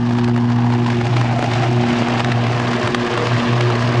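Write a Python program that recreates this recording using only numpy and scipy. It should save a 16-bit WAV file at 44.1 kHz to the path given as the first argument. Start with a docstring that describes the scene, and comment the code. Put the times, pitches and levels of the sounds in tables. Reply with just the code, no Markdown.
"""In a substation yard, a high-voltage arc stands between the opening arms of a switch and climbs into a
long, tangled loop. Every half cycle of the mains heats the channel, radiating a hum and a burst of tiny
sparks. The partials swell and fade as the loop changes shape, and the crackle grows fuller with its
length; now and then a loop shorts out with a snap. Heated air churns beneath, and steelwork and ground
scatter the sparks' sound. A gain control ducks briefly after the sharpest peaks."""
import sys
import numpy as np
from scipy import signal
from scipy.fft import rfft, irfft
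from scipy.io import wavfile
from scipy.ndimage import uniform_filter1d

SR = 44100
rng = np.random.default_rng(int(sys.argv[2]) if len(sys.argv) > 2 else 0)


def dump(signal):
    """Clip the signal to [-1, 1] and save it as 16-bit WAV at the path in sys.argv[1]."""
    limited = np.clip(np.atleast_2d(signal).T, -1, 1)
    pcm = np.round(limited * 32767).astype(np.int16)
    wavfile.write(sys.argv[1], SR, pcm)


N = 176400
T = np.arange(N) / SR
PULSE_HZ = 119.88  # heating rate, twice the mains frequency
# growth of the arc: t/s, length as a share of the full loop
ARC_LENGTH = [(0, 0.083), (.8, 0.18), (1.4, 1), (2.3, 1), (4, 1)]


def arc_hum():
    """Periodic thermal expansion radiates harmonics; a longer channel makes them drift and flutter."""
    # envelopes of partials 1 to 4: t/s, level/dB
    first = [(0.0, -21), (0.02, -18), (0.66, -13.5), (1.08, -17.5), (1.12, -12), (1.43, -19), (1.5, -15),
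             (1.79, -13), (1.9, -24.5), (2.33, -16.5), (2.35, -14), (2.75, -19.5), (2.78, -29), (2.86, -16),
             (2.94, -35), (2.99, -12), (3.05, -33.5), (3.36, -11.5), (3.42, -31), (3.53, -12.5),
             (3.95, -15), (4.0, -9)]
    second = [(0.0, -16.5), (0.02, -16), (0.4, -14.5), (0.96, -17.5), (1.17, -34), (1.28, -21.5),
              (1.68, -27), (1.73, -18.5), (1.9, -14.5), (2.19, -20), (2.45, -19.5), (2.52, -29),
              (2.75, -18), (2.87, -28.5), (3.01, -17), (3.12, -29.5), (3.29, -29), (3.43, -14), (3.71, -36),
              (3.75, -20.5), (3.88, -18), (4.0, -27)]
    third = [(0.0, -31.5), (0.28, -23), (0.66, -35.5), (0.82, -21), (0.87, -31), (0.99, -21.5), (1.43, -42),
             (1.5, -26.5), (1.83, -21.5), (2.42, -33), (2.95, -21), (3.17, -24), (3.24, -40), (3.29, -25.5),
             (3.42, -30), (3.68, -18), (3.82, -32.5), (4.0, -19)]
    fourth = [(0, -43.5), (.8, -37), (1.3, -42), (2.4, -34), (3, -32), (3.2, -21.5), (3.35, -34),
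              (3.7, -29.5), (4, -35)]
    # for each partial at full length: detuning f/Hz; flutter as a share of the amplitude
    slide_hz = [0.525, -1.1, -0.353, 0.497]
    flutter_depth = [0.14, 0.15, 0.14, 0.41]
    length, out = curve(ARC_LENGTH), np.zeros(N)
    for k, level in enumerate([first, second, third, fourth]):
        turns = np.cumsum((k + 1) * PULSE_HZ + slide_hz[k] * length) / SR
        turns += 0.13 * length * wander(hz=3.9)  # the writhing channel shifts the phase
        flutter = 1 + flutter_depth[k] * length * (wander(hz=22) + 1j * wander(hz=22))
        out += amp(curve(level)) * (flutter * np.exp(2j * np.pi * turns)).imag
    return out


def spark_crackle():
    """Modulated shot noise: sparks bunch in each half cycle, and a long channel evens the bursts."""
    # envelope of the crackle and tilt of its treble: t/s, relative level/dB
    envelope = [(0.0, -32.4), (0.19, -28), (0.32, -32), (0.71, -26), (0.82, -29.4), (0.88, -25),
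                (0.98, -28.5), (1.23, -25), (1.66, -22.3), (1.71, -27), (1.84, -23.5), (2.2, -22.1),
                (2.22, -26), (2.31, -23.3), (2.37, -25), (2.86, -22), (2.9, -25.5), (3.16, -22.5),
                (3.41, -22.5), (3.67, -23), (3.71, -22.5), (4.0, -22)]
    treble = [(0, 2), (.6, -1), (.9, 1.5), (1.18, 2), (1.33, -3), (1.64, 2), (1.72, 1), (2.15, -1.5),
              (2.4, -2), (2.74, 0), (3.05, -0.5), (3.25, -1.5), (3.5, 0), (4, -1.5)]
    # spectra of the short, the rising and the tall arc: f/Hz, relative level/dB
    short_arc = [(200, -24.0), (400, -15), (530, -22), (620, -6), (780, 2), (900, 2.5), (1100, -1.5),
                 (1380, -11), (1650, -6), (2200, -14.5), (2900, -13), (3200, -16), (4000, -20.5),
                 (4800, -21.5), (7000, -32), (9900, -46)]
    rising_arc = [(200, -23.5), (400, -16.5), (530, -14), (620, 1), (780, 2), (900, -3.5), (1100, -10.5),
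                  (1380, -7.5), (1650, -11), (2200, -10.5), (2900, -13), (3200, -16.5), (4000, -19.5),
                  (4800, -21.5), (7000, -30), (9900, -45.5)]
    tall_arc = [(200, -27.5), (400, -2.5), (530, -9), (620, 1), (780, -5), (900, -6), (1100, -0.5),
                (1380, -11), (1650, -6.5), (2200, -12), (2900, -12), (3200, -15), (4000, -18.5),
                (4800, -20), (7000, -30.5), (9900, -45)]
    # moments at which each of these spectra holds alone: t/s
    stage_times = [0.58, 1.32, 3]
    band_edges_hz, band_spread_db, spark_spread_db = [1100, 2200, 4200], 2, 2
    sparks_per_s, burst_spread_db = grown(2500, 5000), grown(3, 1.13)
    jitter_cycles, width_cycles = 0.1, 0.19
    cycle, phase = np.divmod(PULSE_HZ * T, 1)
    # each burst draws its own timing, strength and four band gains
    lag, strength, *tints = np.clip(rng.standard_normal((N, 6)), -1.7, 1.7)[cycle.astype(int)].T
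    burst = np.exp(-.5 * ((phase - .5 - jitter_cycles * lag) / width_cycles) ** 2)
    floor = grown(0.59, 0.88)  # share of the spark amplitude left between bursts
    sizes = amp(spark_spread_db * np.minimum(rng.exponential(1, N), 4) + burst_spread_db * strength)
    impulses = (rng.random(N) < sparks_per_s / SR) * rng.choice([-1, 1], N) * sizes
    spectrum = rfft(impulses * (floor + (1 - floor) * burst))
    band = np.searchsorted(band_edges_hz, np.fft.rfftfreq(N, 1 / SR))
    sparks, sound = np.zeros(N), np.zeros(N)
    for k, tint in enumerate(tints):
        gain = amp(band_spread_db * tint + curve(treble) * k / len(band_edges_hz))
        sparks += irfft(spectrum * (band == k), N) * uniform_filter1d(gain, size=60)
    for weights, shape in zip(np.eye(3), [short_arc, rising_arc, tall_arc]):
        sound += np.interp(T, stage_times, weights) * colour(sparks, shape)
    running_rms = np.sqrt(abs(uniform_filter1d(sound ** 2, size=5000)) + 1e-12)
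    surge_db = 0.32 * wander(hz=34)
    return amp(curve(envelope) + 0.5 + surge_db) * sound / running_rms


def loop_snaps():
    """Superposition: shocks from along a shorting loop arrive within milliseconds as one snap."""
    # loops shorting out: t/s, relative level/dB, duration/s, pitch f/Hz
    shorts = [(0.09, -21, 0.0025, 910), (0.108, -18.5, 0.0026, 850), (0.133, -23, 0.0035, 870),
              (0.184, -20, 0.0026, 805), (.2425, -20.5, 0.004, 2630), (.277, -23, 0.0043, 1300),
              (.284, -18, 0.0041, 770), (0.362, -17.5, 0.0034, 1000), (.376, -19, 0.0033, 850),
              (.5005, -20, 0.0033, 850), (0.588, -32, 0.0025, 764), (0.7006, -19, 0.0046, 700),
              (0.749, -23, 0.002, 1800), (0.869, -21, 0.0032, 1420), (0.901, -17, 0.0047, 1090),
              (1.011, -16.5, 0.0047, 1090), (1.067, -21, 0.0039, 1910), (1.1657, -14, 0.0059, 1330),
              (1.2108, -13, .005, 1000), (1.323, -21, 0.0051, 750), (1.392, -13, 0.003, 720),
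              (1.425, -14, 0.0036, 1050), (1.4407, -17, .004, 810), (1.534, -19, 0.0039, 2180),
              (1.631, -17, 0.0057, 800), (1.674, -30, .003, 850), (1.8935, -18, .004, 750),
              (2.021, -8, 0.0022, 786), (2.084, -16, .004, 940), (2.1946, -16, .004, 1640),
              (2.2032, -10, 0.0048, 980), (2.2458, -11.5, 0.0026, 1800), (2.3175, -17, 0.0076, 1900),
              (2.467, -13.5, 0.0034, 1100), (2.5977, -15.5, 0.005, 1100), (2.732, -17.5, 0.0047, 1800),
              (2.873, -12.5, 0.0058, 1460), (2.946, -8, 0.0051, 1750), (3.175, -12, 0.0037, 1500),
              (3.27, -11.5, 0.0026, 1510), (3.526, -19, .003, 1300), (3.607, -13, 0.0057, 1400),
              (3.7025, -13, 0.0028, 1010), (3.754, -17, 0.0036, 1500), (3.924, -29, 0.0031, 2600)]
    # spectrum of a snap: f/pitch, relative level/dB
    snap_spectrum = [(.15, -18.5), (.3, -5), (.6, -1), (1, 0), (1.6, -5.5), (2.5, -11), (4, -18.5),
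                     (10, -29)]
    shocks_per_s, gain_db, air_cutoff_hz = 7000, -3, 6570
    out = np.zeros(N)
    shocks = rng.choice([-1, 1], N) * rng.uniform(0.55, 1, N) * (rng.random(N) < shocks_per_s / SR)
    for start, db, duration, hz in shorts:
        at, count = round(start * SR), round(duration * SR)
        shape = [(hz * ratio, level) for ratio, level in snap_spectrum]
        snap = colour(shocks[at:at + count], shape)[:N - at]
        out[at:at + len(snap)] += amp(db + gain_db) * unit(snap) * np.sqrt(count / len(snap))
    air_absorption = signal.butter(2, air_cutoff_hz, fs=SR, output="sos")
    return signal.sosfilt(air_absorption, out)


def air_churn():
    """Turbulence in the heated air around the channel radiates a low, uneven roar."""
    # spectrum of the roar: f/Hz, relative level/dB
    spectrum = [(20, -13), (45, -6.5), (75, -6), (110, 6.5), (170, 3), (240, -1), (320, 2), (420, -8.5),
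                (520, -15), (700, -12), (2000, -55)]
    # envelope of the roar: t/s, level/dB
    envelope = [(0, -28.5), (.5, -29.5), (.8, -27), (1.2, -25), (2.5, -27), (4, -27.5)]
    return amp(curve(envelope)) * colour(rng.standard_normal(N), spectrum)


def yard_scatter(x):
    """Scattering from steelwork and ground returns faint echoes that decay exponentially."""
    gain_db, t60_s, echoes_per_s, first_echo_s = -12, 0.2, 1500, 0.004
    t = T[:SR // 2]
    echoes = rng.standard_normal(len(t)) * (rng.random(len(t)) < echoes_per_s / SR)
    echoes *= (t > first_echo_s) * amp(-60 * t / t60_s)
    return amp(gain_db) * signal.oaconvolve(x, echoes / np.linalg.norm(echoes))[:N]


def amp(db):
    """Amplitude ratio of a level in decibels."""
    return 10 ** (np.asarray(db) / 20)


def unit(x):
    """Normalisation to an rms of 1."""
    return x / np.sqrt(np.mean(x ** 2) + 1e-20)


def curve(points):
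    """Linear interpolation between (t/s, value) points."""
    return np.interp(T, *np.transpose(points))


def grown(short, long):
    """Linear dependence on the arc's length, from short at zero to long at the full loop."""
    return short + (long - short) * curve(ARC_LENGTH)


def wander(hz):
    """Random fluctuation: noise low-passed at hz, with an rms of 1."""
    rolloff = 1 + (np.fft.rfftfreq(N, 1 / SR) / hz) ** 4
    return unit(irfft(rfft(rng.standard_normal(N)) / rolloff, N))


def colour(x, points, size=4096):
    """Minimum-phase filtering at unit energy, with the given (f/Hz, level/dB) shape."""
    hz, db = np.transpose(points)
    log_hz = np.log(abs(np.fft.fftfreq(size, 1 / SR)) + 1)
    log_gain = np.log(amp(np.interp(log_hz, np.log(hz + 1), db)) + 1e-5)
    response = np.exp(np.conj(signal.hilbert(log_gain)))
    taps = np.fft.ifft(response).real[:size // 2]
    return signal.oaconvolve(x, taps / np.linalg.norm(taps))[:N]


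def scene():
    """The arc's direct sound and the sparks' echoes superpose at the edge of the yard."""
    sparks = spark_crackle() + loop_snaps()
    return (arc_hum() + air_churn() + sparks + yard_scatter(sparks))[None]


def record(dry):
    """Compression ducks the level after sharp peaks; saturation rounds them and a low-pass follows."""
    threshold_db, share_removed, recovery_db_per_s = -8.5, 0.45, 110
    attack_s = 0.0055  # too slow to catch a snap
    ceiling, cutoff_hz = 0.72, 10013
    peak_db = 20 * np.log10(abs(dry[0]) + 1e-6)
    fall_db = recovery_db_per_s * T
    held_db = np.maximum.accumulate(peak_db + fall_db) - fall_db
    excess_db = np.maximum(held_db - threshold_db, 0)
    pole = np.exp(-1 / (attack_s * SR))
    ducked = dry / amp(share_removed * signal.lfilter([1 - pole], [1, -pole], excess_db))
    rounded = ducked / (1 + (ducked / ceiling) ** 8) ** (1 / 8)
    lowpass = signal.firwin(601, cutoff_hz, window=("kaiser", 9), fs=SR)
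    return signal.oaconvolve(rounded, lowpass[None], "same")


dry = scene()
out = record(dry)
dump(out)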